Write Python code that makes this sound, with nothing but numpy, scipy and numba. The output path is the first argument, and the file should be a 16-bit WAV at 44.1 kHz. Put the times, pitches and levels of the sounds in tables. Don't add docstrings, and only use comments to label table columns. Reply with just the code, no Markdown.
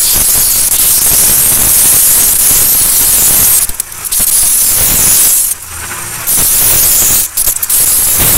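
import sys
import numpy as np
from scipy import signal
from scipy.fft import rfft, irfft, next_fast_len
from scipy.io import wavfile
from scipy.ndimage import uniform_filter1d
from numba import njit

SR = 44100
rng = np.random.default_rng(int(sys.argv[2]) if len(sys.argv) > 2 else 0)


def put_to_file(sound):
    columns = np.atleast_2d(sound).T
    safe = np.clip(columns, -1, 1)
    whole_steps = np.round(safe * 32767)
    wavfile.write(sys.argv[1], SR, whole_steps.astype(np.int16))


N = 369116
TIME = np.arange(N) / SR


def undb(db):
    return 10 ** (np.asarray(db) / 20)


def unit(x):
    return x / np.sqrt(np.mean(x ** 2))


def contour(table):
    return np.interp(TIME, *np.transpose(table))


def swell(middle, length):
    return np.cos(np.pi * np.clip((TIME - middle) / length, -.5, .5)) ** 2


def held(start, end, decay_s):
    return (TIME >= start) * np.exp(-np.clip((TIME - end) / decay_s, 0, 20))


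def noise():
    return rng.standard_normal(N)


def walk(cutoff_hz):
    white = rng.standard_normal(4096)
    hz = np.fft.rfftfreq(len(white), TIME[-1] / len(white))
    smooth = unit(irfft(rfft(white) / (1 + (hz / cutoff_hz) ** 4)))
    return np.interp(TIME, np.linspace(0, TIME[-1], len(white)), smooth)


def colour(x, spectrum):
    hz, db = np.transpose(spectrum)
    size = next_fast_len(N) * 2
    log_hz = np.log(np.fft.rfftfreq(size, 1 / SR) + 1)
    log_gain = np.log(undb(np.interp(log_hz, np.log(hz), db)))
    cepstrum = irfft(log_gain)[:size // 2]
    cepstrum[1:] *= 2
    response = np.exp(rfft(cepstrum, size))
    return unit(irfft(rfft(x, size) * response)[:N])


@njit
def band(x, hz, width_hz):
    y, band_state, low_state = np.empty(len(x)), 0., 0.
    for i in range(len(x)):
        omega = 2 * np.pi * min(hz[i], .45 * SR) / SR
        gain, damping = np.tan(omega / 2), 2 * np.pi * width_hz / SR / np.sin(omega)
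        passed = (band_state + gain * (x[i] - low_state)) / (1 + gain * (gain + damping))
        band_state = 2 * passed - band_state
        low_state += 2 * gain * passed
        y[i] = damping * passed
    return y


def resonate(x, hz, width_hz):
    return unit(band(band(x, hz, float(width_hz)), hz, float(width_hz)))


def ring(hz, width_hz, wander):
    centre = hz * (1 + wander * walk(24))
    return resonate(noise(), centre, width_hz)


def drops(per_s, spread_db):
    size = undb(spread_db * np.minimum(rng.exponential(size=N), 4))
    return (rng.random(N) < per_s / SR) * size * np.sign(noise())


def ripples(x, depth, rate_hz, longest_s, count=16):
    lags = (1 + rng.random(count) * longest_s * SR).astype(int)
    echoes = sum(walk(rate_hz) * np.roll(x, lag) for lag in lags)
    return (x + depth * echoes / np.sqrt(count)) / np.sqrt(1 + depth ** 2)


# time in seconds, relative level in dB.
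BOIL = [(0, -3), (3.65, 2.5), (3.85, -8), (4.02, 3), (4.12, -2), (5.3, -1.5), (5.6, -5.5), (5.84, 5.5),
        (6.2, 7), (6.33, 0), (7.24, -3), (7.33, -3.5), (7.54, -4), (7.61, 4.5), (7.7, 0.5), (8.3, 3)]
# frequency in Hz, relative density in dB.
BUBBLE_SPECTRUM = [(30, 3), (130, 2), (230, -2), (500, -3.5), (780, -0.5), (1030, 6.5), (1150, 3),
                   (1300, 6.5), (1750, 4), (2050, 0), (2450, 3), (3000, -5.5), (4400, -15), (9000, -25)]


def tank_churn():
    bubbles = colour(noise() + unit(drops(per_s=900, spread_db=1)), BUBBLE_SPECTRUM)
    gurgle = ripples(bubbles, depth=0.53, rate_hz=10, longest_s=.012)
    return gurgle * undb(-29.5 + contour(BOIL) + 2.46 * walk(17))


# frequency in Hz, relative level in dB.
BOOM_PARTIALS = [(80.7, -33.5), (107.7, -39), (166.9, -43.5), (349.9, -46), (409.1, -56)]
# middle and length in seconds, change of the lowest partial in dB,
# change of the upper partials in dB.
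BOOM_SWELLS = [(3.85, .8, 3, 8), (5.776, 0.42, 12.5, 9), (6.08, 0.67, -12, 12.5)]


def tank_boom(lowest_db=-8, upper_db=-12):
    for middle, length, lowest_change, upper_change in BOOM_SWELLS:
        shape = swell(middle, length)
        lowest_db = lowest_db + lowest_change * shape
        upper_db = upper_db + upper_change * shape
    tones = []
    for hz, db in BOOM_PARTIALS:
        amplitude = np.sqrt(2) * undb(db + 2 * walk(2.7))
        wavering_hz = hz * (1 + 0.0138 * walk(8.9))
        tones.append(amplitude * np.sin(2 * np.pi * np.cumsum(wavering_hz) / SR))
    return (tones[0] * undb(lowest_db) + sum(tones[1:]) * undb(upper_db)) * undb(0.82 * contour(BOIL))


# frequency in Hz, relative density in dB.
JOLT_SPECTRUM = [(5, 4.5), (25, 1), (60, -1.5), (130, -4.5), (300, -10), (700, -12.5), (1500, -16),
                 (4000, -16.5), (12000, -59.5)]
# start and length in seconds, relative buffeting in dB,
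# relative shove on the diaphragm in dB.
GUSTS = [(0.128, 0.094, -20, -25), (0.348, 0.08, -23.5, -27), (0.556, 0.029, -31, -25),
         (0.729, 0.018, -15.5, -25), (0.825, .04, -24, -21), (1.11, 0.042, -16.5, -20),
         (2.169, 0.081, -18.5, -22), (2.497, 0.077, -20, -20), (2.607, 0.017, -17, -19),
         (3.003, 0.065, -28, -10), (3.691, 0.013, -27, 0), (4.195, 0.022, -16, -1), (4.427, 0.013, -26, -3),
         (5.258, 0.017, -19.5, -25), (6.306, 0.032, -23.5, -25), (6.37, 0.058, -18, -19),
         (7.117, .02, -16, -20), (7.417, .02, -49, -8), (7.473, 0.016, -36, 6.5), (7.794, 0.048, -21.5, -9),
         (7.981, 0.024, -22, -22)]


def gusts(rise_s=0.0052, fall_s=0.023):
    rumble, out = undb(-16) * colour(noise(), JOLT_SPECTRUM), 0
    for start, _, _, shove_db in GUSTS:
        age = np.clip(TIME - start, 0, 1)
        rise, fall = 1 - np.exp(-age / rise_s), np.exp(-age / fall_s)
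        swing = age / (2 * fall_s) - 1
        out = out + undb(shove_db) * rise * fall * (swing + rumble * fall)
    return out


# time in seconds, relative level in dB.
BLAST = [(0, -35), (1.05, -28.5), (1.25, -22), (1.95, -23.5), (2.05, -31.5), (2.5, -26), (3.1, -29),
         (3.4, -19), (3.6, -33), (4.15, -45), (4.62, -37.5), (4.85, -19.5), (5.15, -23), (5.38, -49),
         (6.3, -38), (6.52, -30.5), (6.73, -16), (6.82, -27.5), (7.16, -22.5), (7.26, -40.5), (7.7, -38.5),
         (8.12, -30.5), (8.22, -13.5), (8.37, -18.5)]


def spray(clear, puff_rise_s=0.0035, puff_fall_s=0.0049):
    impacts = unit(drops(per_s=260, spread_db=5.5))
    jolts = colour(impacts + 0.65 * noise(), JOLT_SPECTRUM)
    thrown = np.minimum(uniform_filter1d(clear, SR // 50), 1)
    steady = thrown * undb(contour(BLAST) + 1.3 * walk(18.7))
    puffs = 0
    for start, length, buffet_db, _ in GUSTS:
        rise = np.clip((TIME - start) / puff_rise_s, 0, 1)
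        puffs = puffs + undb(buffet_db) * rise * held(start, start + length, puff_fall_s)
    heave = np.maximum(thrown, 0.18) * undb(-21) * walk(23.4)
    return jolts * np.hypot(undb(9) * steady, undb(6.5) * puffs) + heave


# time in seconds, relative peak in dB.
BIG_DROPS = [(0.134, -8), (0.64, -13), (0.734, -15), (1.017, 3), (1.119, -6), (1.576, -14), (1.696, -11),
             (2.177, -11), (2.304, -14), (2.499, -10), (2.61, -13), (3.224, 6), (3.688, -26), (4.191, -22),
             (4.427, -17), (5.064, -23), (6.303, -21), (6.382, -5), (6.617, -14), (7.04, -4), (7.126, -6),
             (7.467, -12)]


def drop_knocks(gain_db=3):
    knock = colour(signal.unit_impulse(N), JOLT_SPECTRUM)[:SR // 10]
    hits = np.zeros(N)
    for start, db in BIG_DROPS:
        hits[int(start * SR)] = undb(db + gain_db)
    return -signal.fftconvolve(hits, knock / np.abs(knock).max())[:N]


# start, end, draining time and flooding time in seconds.
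OPEN_SPANS = [(0, 3.647, .01, .09), (4.116, 5.524, .15, .13), (6.27, 7.26, .008, .07),
              (7.696, 8.4, .03, .01)]
# start and length in seconds, gain in dB.
SPURTS = [(3.691, 0.0046, -2.5), (3.744, 0.0068, -10.5), (3.79, .003, -23), (3.799, 0.0028, 2.5),
          (3.922, .004, -15.5), (3.942, .004, -25), (3.978, .006, -20), (4.049, .005, -14),
          (4.057, .014, -8), (5.472, 0.013, -10), (5.512, 0.016, -6), (5.625, .002, -17), (7.371, 0.05, 2),
          (7.445, 0.0053, 2), (7.464, .037, 2), (7.507, 0.021, -8), (7.561, 0.013, -10),
          (7.629, 0.0059, -1), (7.642, 0.0054, -3)]
# start and length in seconds, nominal gain in dB.
CHOKES = [(0.685, 0.0255, -16.5), (.767, 0.017, -9), (0.994, .016, -13), (2.336, 0.016, -9),
          (2.371, 0.016, -8), (3.592, 0.017, -8), (4.247, 0.0205, -12), (4.301, .011, -15),
          (7.849, 0.0086, -14)]


def clearance(edge_s=0.0014, close_s=0.003, lapping_db=-5.5):
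    gate = np.zeros(N)
    for start, end, drain_s, flood_s in OPEN_SPANS:
        wet = np.clip(np.maximum(1 - (TIME - start) / drain_s, 1 - (end - TIME) / flood_s), 0, 1)
        gate = np.maximum(gate, undb(lapping_db * wet) * held(start, end, close_s))
    for start, length, db in SPURTS:
        gate = np.maximum(gate, undb(db) * held(start, start + length, close_s))
    for start, length, db in CHOKES:
        choked = (TIME >= start) & (TIME < start + length)
        deepening = 1.5 - np.exp((start - TIME[choked]) / close_s)
        gate[choked] *= undb(db * deepening)
    return uniform_filter1d(gate, int(edge_s * SR))


# frequency in Hz, relative density in dB.
MUFFLED_SPECTRUM = [(2000, -11.5), (4400, -8.5), (5500, -5), (5900, 1), (6400, -4), (7400, 1), (8400, -2.5),
                    (9250, -5.5), (10400, 3), (11500, 0), (12600, -3), (13300, -3.5), (15500, -12)]


def covered_jet(clear, sink_s=0.083):
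    hiss = ripples(colour(noise(), MUFFLED_SPECTRUM), depth=0.35, rate_hz=10, longest_s=.004)
    last_clear_s = np.maximum.accumulate(TIME * (clear > .05))
    sunk = np.minimum((TIME - last_clear_s) / sink_s, 1)
    nozzle = undb(-13.5 + 8.5 * sunk) * ring(hz=8680, width_hz=200, wander=0.0026)
    return (hiss + nozzle) * undb(-25.5 + 0.55 * contour(BOIL) + 1.3 * walk(70))


# middle and half-length in seconds, frequency and bandwidth in Hz,
# relative level in dB.
SQUEALS = [(.06, 0.16, 3600, 800, -22), (.07, 0.13, 4470, 1200, -14.5), (0.51, 0.25, 4520, 900, -22),
           (.83, 0.15, 3500, 1500, -20), (.98, .1, 5700, 1800, -17), (1.21, 0.2, 5900, 1700, -13.5),
           (2.075, 0.023, 7270, 700, -15), (2.225, 0.074, 6400, 1600, -14), (2.563, .1, 7180, 1500, -13),
           (2.735, 0.091, 12520, 500, -9), (2.8, 0.072, 10170, 500, -11), (3.24, 0.08, 7140, 900, -11),
           (4.136, 0.03, 4170, 2400, -19.5), (4.42, 0.1, 10560, 450, -8), (5.133, 0.16, 6900, 1500, -11),
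           (5.28, 0.23, 7520, 900, -13), (6.92, 0.35, 11670, 700, -29), (7.056, 0.28, 7080, 1200, -11),
           (7.415, 0.053, 10800, 500, -22), (7.565, 0.0082, 8200, 1510, -7),
           (7.633, 0.0085, 11500, 1200, -2), (7.897, 0.061, 7250, 1540, -15),
           (8.05, 0.28, 11060, 500, -13.5)]


def squeals(wander=0.0096):
    out, drift, turbulence = np.zeros(N), 1 + wander * walk(10.4), noise()
    for middle, half_length, hz, width_hz, db in SQUEALS:
        near = np.abs(TIME - middle) < half_length
        tone = resonate(turbulence[near], hz * drift[near], width_hz)
        out[near] += np.sqrt(2) * undb(db) * np.hanning(len(tone)) * tone
    return out


def stutter(per_s, depth_db, length_s):
    hits = (rng.random(N) < per_s / SR) * rng.exponential(size=N)
    dips = signal.fftconvolve(hits, np.hanning(int(length_s * SR)), "same")
    return undb(-depth_db * dips)


# frequency and bandwidth in Hz, relative level in dB.
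GAP_MODES = [(8520, 700, -1), (10250, 550, -3), (11250, 700, -1), (12700, 480, -4), (14000, 450, -11)]
# time in seconds, relative level in dB.
GAP_STRENGTH = [(0, -10.5), (1.1, -1.5), (2.3, -0.5), (2.8, -9), (3.5, -1.5), (4.4, -9), (6.4, -7),
                (7, -13), (8.3, -6.5)]
# frequency in Hz, relative density in dB.
RUSH_SPECTRUM = [(300, -29), (2000, -19), (3500, -13), (5000, -7), (7000, -5.5), (8600, -4), (9200, -3.5),
                 (9900, 1), (11500, -2.5), (13000, -0.5), (15500, -8.5)]


def open_jet(clear, gain_db=-1.65, usual_blast_db=-24.5, calm_blast_db=-35):
    gap_db, blast_db, slosh = contour(GAP_STRENGTH), contour(BLAST), walk(3.25)
    excess_db = blast_db - usual_blast_db
    fade_db = 0.41 * np.minimum(blast_db - calm_blast_db, 0)
    gap = unit(sum(undb(db + 2.06 * walk(20.4)) * ring(hz, width_hz, wander=0.0076)
                   for hz, width_hz, db in GAP_MODES))
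    shriek_db = -8 + 0.004 * excess_db + 2 * walk(16)
    shriek = undb(shriek_db) * ring(hz=10870 * (1 + 0.018 * slosh), width_hz=1260, wander=0.031)
    whistle_db = -13.5 + fade_db + 3.54 * walk(24)
    whistle = undb(whistle_db) * ring(hz=7080 * (1 + 0.029 * slosh), width_hz=2100, wander=0.046)
    sizzle_db = -15 + 1.09 * TIME + 0.43 * excess_db + 1.6 * walk(3.4)
    sizzle = undb(sizzle_db) * ring(hz=14220, width_hz=3840, wander=0.021)
    rush = undb(-4 + fade_db) * colour(noise(), RUSH_SPECTRUM)
    jet = undb(gap_db) * gap + shriek + whistle + sizzle + rush
    jet = ripples(jet, depth=0.41 * undb(-.6 * gap_db), rate_hz=9.2, longest_s=.0028)
    flutter_db = (1.7 + 3 * np.clip(1 - clear, 0, 1)) * walk(77) + 1.6 * walk(2.1)
    return jet * clear * stutter(per_s=5.3, depth_db=8.5, length_s=0.0061) * undb(gain_db + flutter_db)


def scene():
    clear = clearance()
    jet = open_jet(clear) + squeals() + covered_jet(clear)
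    sound = jet + tank_churn() + tank_boom() + spray(clear) + drop_knocks() + gusts()
    return np.array([sound, sound])


def record(dry, ceiling=0.73, knee=2.06, cutoff_hz=15750):
    saturated = dry / (1 + np.abs(dry / ceiling) ** knee) ** (1 / knee)
    low_pass = signal.ellip(14, .1, 50, cutoff_hz, fs=SR, output="sos")
    return np.clip(signal.sosfiltfilt(low_pass, saturated), -1, 1)


dry = scene()
out = record(dry)
put_to_file(out)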